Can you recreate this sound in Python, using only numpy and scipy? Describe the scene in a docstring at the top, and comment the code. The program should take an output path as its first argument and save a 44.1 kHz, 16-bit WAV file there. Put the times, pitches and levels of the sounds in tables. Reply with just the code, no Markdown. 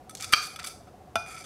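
"""A small, quiet room, the microphone close to a ceramic plate where a plastic spoon cuts jelly.
The jelly crackles wetly; the spoon ticks and scrapes over the glaze, skids into one loud clink and
scrapes again. A duller knock follows, then light sliding. Each contact rings short resonances, and
the plate sings on after the two blows. Behind are a low room rumble and a faint, evenly pulsing tone."""
import sys
import numpy as np
from scipy import signal
from scipy.fft import rfft, irfft
from scipy.io import wavfile

SR = 44100
rng = np.random.default_rng(int(sys.argv[2]) if len(sys.argv) > 2 else 0)


def inscribe(sig):
    """Save sig as 16-bit PCM at rate SR to the path in sys.argv[1].

    A 1-D sig is mono; a 2-D sig holds one channel per row.
    Samples are clipped to [-1, 1] before scaling.
    """
    pcm = np.round(np.clip(np.atleast_2d(sig).T, -1, 1) * 32767)
    wavfile.write(sys.argv[1], SR, pcm.astype(np.int16))


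N = 63945
TIME = np.arange(N) / SR
CLINK_AT_S, KNOCK_AT_S = .3348, 1.1559
BASS_HZ, TREBLE_HZ = 2350, 6500


def from_db(db):
    """Decibels to gain."""
    return 10 ** (np.asarray(db) / 20)


def butter(x, hz, kind, order=2):
    """Causal low- or high-pass."""
    return signal.sosfilt(signal.butter(order, hz, kind, fs=SR, output="sos"), x + 1e-18)


def colour(x, points):
    """Give noise a spectrum of (f/Hz, level/dB) points."""
    hz, db = np.transpose(points)
    bins = np.maximum(np.fft.rfftfreq(N, 1 / SR), 1)
    return irfft(rfft(x) * from_db(np.interp(np.log(bins), np.log(hz), db)), N)


def click(at):
    """One unit impulse."""
    return 1.0 * (np.arange(N) == int(at * SR))


def decay(at, decay_s):
    """An envelope that starts at once and dies away."""
    return (TIME >= at) * np.exp(-np.abs(TIME - at) / decay_s)


def slips(per_s=4500, spread_db=3.5):
    """Stick and slip: dense clicks of uneven size."""
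    clicks = (rng.random(N) < per_s / SR) * rng.choice([-1, 1], N)
    return clicks * from_db(spread_db * np.minimum(rng.exponential(1, N), 3))


def ring(force, modes):
    """Damped modes (f/Hz, level/dB, t60/s) in parallel, with alternating signs."""
    out = 0
    for k, (hz, db, t60) in enumerate(modes):
        radius = np.exp(-np.log(1000) / (t60 * SR))
        feedback = [1, -2 * radius * np.cos(2 * np.pi * hz / SR), radius ** 2]
        out += (-1) ** k * from_db(db) * signal.lfilter([.5, 0, -.5], feedback, force + 1e-18)
    return out


def shelves(force, bass_db, treble_db):
    """Bass and treble shelves: how soft or sharp a contact is."""
    force = force + (from_db(bass_db) - 1) * butter(force, BASS_HZ, "low", order=1)
    return force + (from_db(treble_db) - 1) * butter(force, TREBLE_HZ, "high", order=1)


def room_rumble(level_db=-52):
    """Room tone: steady noise, mostly bass."""
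    # noise floor: f/Hz, level/dB
    spectrum = [(25, -19.5), (45, -8), (70, -0.5), (170, -3.5), (300, -6.5), (600, -7), (1000, -15),
                (2000, -25.5), (4000, -31), (9000, -34.5), (15000, -35)]
    rumble = colour(rng.standard_normal(N), spectrum)
    return from_db(level_db) * rumble / np.std(rumble)


def pulsing_tone(hz=733.6, level_db=-47.5, period_s=.067, width_s=.008, glide_hz_per_s=1200):
    """A faint tone in the background pulses about fifteen times a second, each pulse rising in pitch."""
    out = np.zeros(N)
    for at in np.arange(.010, N / SR, period_s):
        t = TIME - at
        uneven_db, wander_hz = rng.normal(0, [1.4, 20])
        phase = 2 * np.pi * t * (hz + wander_hz + .5 * glide_hz_per_s * t)
        out += from_db(level_db + uneven_db) * np.exp(-.5 * (t / width_s) ** 2) * np.sin(phase)
    return out


def room_echo(x, t60_s=.44, treble_t60_s=.36, delay_s=.0075, build_s=.022):
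    """The small room's diffuse echo builds up and dies, the treble first."""
    # colour of the echo: f/Hz, level/dB
    spectrum = [(100, -18.5), (400, -19), (800, -11), (1300, -10.5), (1800, -16), (2300, -14), (3000, -19),
                (3700, -10.5), (4700, -6), (6200, -6), (7500, -9), (11000, -9.5), (15000, -10.5)]
    noise = colour(rng.standard_normal(N), spectrum)
    low = butter(noise, TREBLE_HZ, "low", order=1)
    build = np.clip((TIME - delay_s) / build_s, 0, 1)
    slow, fast = (build * np.exp(-np.log(1000) * TIME / t60) for t60 in (t60_s, treble_t60_s))
    response = (low * slow + (noise - low) * fast) / np.sqrt(np.sum(slow ** 2))
    return signal.fftconvolve(x, response)[:N]


def near_wall(x, delay_s=.0103, level_db=-15):
    """One reflection reaches the microphone just behind the direct sound."""
    return from_db(level_db) * np.interp(TIME - delay_s, TIME, x)


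def table_bumps(hz=94, rise_s=.014):
    """Under pressure the plate bumps the table with a soft, low swell."""
    # bumps: t/s, level/dB
    bumps = [(0.261, -46.5), (0.591, -53.5), (1.161, -41.5), (1.201, -50)]
    out = np.zeros(N)
    for at, db in bumps:
        t = np.maximum(TIME - at, 0)
        swell = t / rise_s * np.exp(1 - t / rise_s)
        out += from_db(db) * swell * np.sin(2 * np.pi * hz * t)
    return out


def jelly_crackles():
    """Wet jelly parts from the spoon in short runs of tiny pops."""
    # runs of pops: t/s, level/dB, decay/s
    runs = [(0.1509, -29.5, 0.0038), (0.1696, -41.5, 0.012), (.2035, -37.5, 0.0024),
            (0.2088, -34.5, 0.0034), (0.2236, -30, 0.0043), (.2440, -31, 0.0043), (0.63, -40, .004),
            (0.6728, -36, 0.0057)]
    # colour of the pops: f/Hz, level/dB
    spectrum = [(500, -31), (1500, -12.5), (2800, -4), (5200, 1.5), (8000, -2), (11000, -9), (15000, -14)]
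    pops = colour(slips(), spectrum)
    envelope = sum(from_db(db) * decay(at, decay_s) for at, db, decay_s in runs)
    return envelope * pops / np.std(pops)


def light_contact(force, direct_db, detune=.0065, spread_db=1.54):
    """A touch, heard directly and through resonances that vary with the point of contact; no bass."""
    # resonances of spoon on glaze: f/Hz, level/dB, t60/s
    modes = [(1303, -6.5, .055), (2310, -4.5, 0.022), (3495, -10.5, 0.021), (4615, -11, 0.038),
             (5100, -14, 0.024), (5960, -11.5, 0.029), (6205, -12, .022), (7070, -8.5, .009),
             (7630, -14, 0.013), (8380, -9, .03), (8760, -15.5, 0.014), (9820, -9.5, 0.019),
             (10730, -9.5, .018), (12630, -10, 0.013)]
    chance = np.clip(rng.standard_normal((len(modes), 2)), -2, 2)
    varied = [(hz * (1 + detune * shift), db + spread_db * lift, t60)
              for (hz, db, t60), (shift, lift) in zip(modes, chance)]
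    return butter(ring(force, varied) + from_db(direct_db) * force, hz=1080, kind="high", order=4)


def spoon_ticks(rasp_db=-16, rasp_s=.0033):
    """Each light touch of the spoon is a click with a brief rasp."""
    # touches: t/s, level/dB, bass/dB, treble/dB
    touches = [(.0950, -41, 3, 3.5), (0.1086, -56, 9, 13.5), (0.2921, -45, -6, -3), (.5602, -33, 1.5, -8.5),
               (0.59, -39.5, 6, -24), (0.5964, -41.5, 9.5, -10), (.6455, -33, 3.5, 1),
               (0.6704, -31.5, -14, 1.5), (1.2615, -45, 8.5, -6), (1.4085, -40, -6, -10)]
    out = np.zeros(N)
    for at, db, bass_db, treble_db in touches:
        rasp = from_db(rasp_db) * rng.standard_normal(N) * decay(at, rasp_s)
        force = shelves(click(at) + rasp, bass_db, treble_db)
        out += from_db(db) * light_contact(force, direct_db=11)
    return out


def spoon_scrapes(attack_s=.0026, release_s=.003):
    """The spoon sticks and slips over the glaze; grit is the bare friction beside the resonances."""
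    # strokes: t/s, length/s, level/dB, bass/dB, treble/dB, grit/dB
    strokes = [(0.196, .028, -41, 2, -8, 14), (.226, .027, -36, 2, -1, 8), (0.253, 0.083, -49, 0.5, -5, 17),
               (0.3219, 0.0081, -25, 0, 2, 12), (0.3263, .006, -14, 4, -2, 8.5),
               (.352, 0.09, -46, -6, -4, 10), (0.418, 0.057, -40, -11, 0.5, 11),
               (0.468, 0.083, -53, -0.5, 3, 8), (0.592, 0.014, -38.5, 10, -14, 19),
               (0.608, 0.021, -52.5, 13, -18, 18), (0.6392, 0.016, -34, 2, -3, 9),
               (0.659, .032, -37.5, -20, -2.5, 19), (0.693, 0.032, -46, -4, -8, 2),
               (0.867, 0.0245, -71, 18, -18, 10.5), (1.267, 0.094, -41, -5.5, -8, 3),
               (1.362, 0.02, -45.5, 7, -19, 14), (1.378, 0.055, -44, -11.5, -9, 4),
               (1.437, .020, -41, -17, -18, 12)]
    friction, out = slips(), np.zeros(N)
    for at, length, db, bass_db, treble_db, grit_db in strokes:
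        envelope = np.clip((TIME - at) / attack_s, 0, 1) * np.clip((at + length - TIME) / release_s, 0, 1)
        force = shelves(friction * envelope, bass_db, treble_db)
        steady, stroke = light_contact(np.array([friction, force]), direct_db=grit_db)
        out += from_db(db) * stroke / np.std(steady)  # level relative to unbroken rubbing
    return out


def plate_tones():
    """Clear tones of the ceramic outlast the two blows."""
    # lasting modes: f/Hz, t60/s, level at the clink/dB, level at the knock/dB
    modes = [(1238, 0.5, -34.5, -55), (2445, .55, -32.5, -33.5), (4542, .35, -34, -68.5),
             (6000, 0.47, -43.5, -68)]
    out = np.zeros(N)
    for hz, t60, clink_db, knock_db in modes:
        force = from_db(clink_db) * click(CLINK_AT_S) + from_db(knock_db) * click(KNOCK_AT_S)
        out += ring(force, [(hz, 0, t60)])
    return out


def blow(at, modes, crack_db, crack_s, crack_top_hz):
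    """An impact gives a crack of noise and rings quickly damped modes."""
    burst = rng.standard_normal(N) * decay(at, crack_s)
    crack = butter(butter(burst, crack_top_hz, "low", order=1), hz=440, kind="high")
    return ring(click(at), modes) + from_db(crack_db) * crack


def knock(gain_db=-17.5):
    """The duller blow: lower modes and a longer, softer crack."""
    # modes of the knock: f/Hz, level/dB, t60/s
    modes = [(221, -17.5, 0.069), (675.4, -1.5, 0.074), (857, -10, 0.061), (1032, -4.5, 0.016),
             (1349, -2, 0.08), (1487, -8, 0.078), (2340, -7.5, 0.018), (2894, -4.5, 0.011),
             (3532, -7.5, 0.047), (4770, -24.5, 0.04), (5050, -15, 0.024), (6000, -18, 0.058),
             (9020, -11, 0.018), (11140, -12.5, 0.014)]
    return from_db(gain_db) * blow(KNOCK_AT_S, modes, crack_db=-2, crack_s=.007, crack_top_hz=2500)


def clink_push(gain_db=11.5):
    """The clink's push on the plate makes a low puff."""
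    return from_db(gain_db) * butter(click(CLINK_AT_S), hz=450, kind="low", order=1)


def clink(gain_db=-6.5):
    """The skidding spoon hits the plate hard: a sharp crack and bright modes."""
    # modes of the struck plate: f/Hz, level/dB, t60/s
    modes = [(1218, -5.5, 0.054), (1404, -1, 0.02), (1630, -3.5, 0.014), (2332, -0.5, .03),
             (2760, 0.5, 0.0093), (3169, 0, 0.028), (3943, -11, .03), (4490, -8, 0.05), (4693, -13, .055),
             (4900, -13, 0.034), (5450, -14.5, .02), (5840, -16.5, 0.043), (6400, -17, .03),
             (7300, -14.5, .006)]
    return from_db(gain_db) * blow(CLINK_AT_S, modes, crack_db=5, crack_s=.0017, crack_top_hz=3980)


def scene():
    """In mono: spoon and plate close up, the wall and the room answering, the background behind."""
    background = room_rumble() + pulsing_tone()
    contacts = clink() + knock() + spoon_ticks() + spoon_scrapes() + jelly_crackles()
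    reflections = near_wall(contacts) + room_echo(contacts)
    plate = clink_push() + plate_tones() + table_bumps()
    return (background + reflections + plate + contacts)[None]


def record(dry):
    """The loudest peaks are rounded off, the microphone softens the highest treble and the top is cut."""
    ceiling, mic_top_hz, cutoff_hz = .75, 12500, 15700
    rounded = ceiling * np.tanh(dry / ceiling)
    softened = butter(rounded, mic_top_hz, "low")
    return signal.sosfilt(signal.ellip(10, .3, 80, cutoff_hz, fs=SR, output="sos"), softened)


dry = scene()
out = record(dry)
inscribe(out)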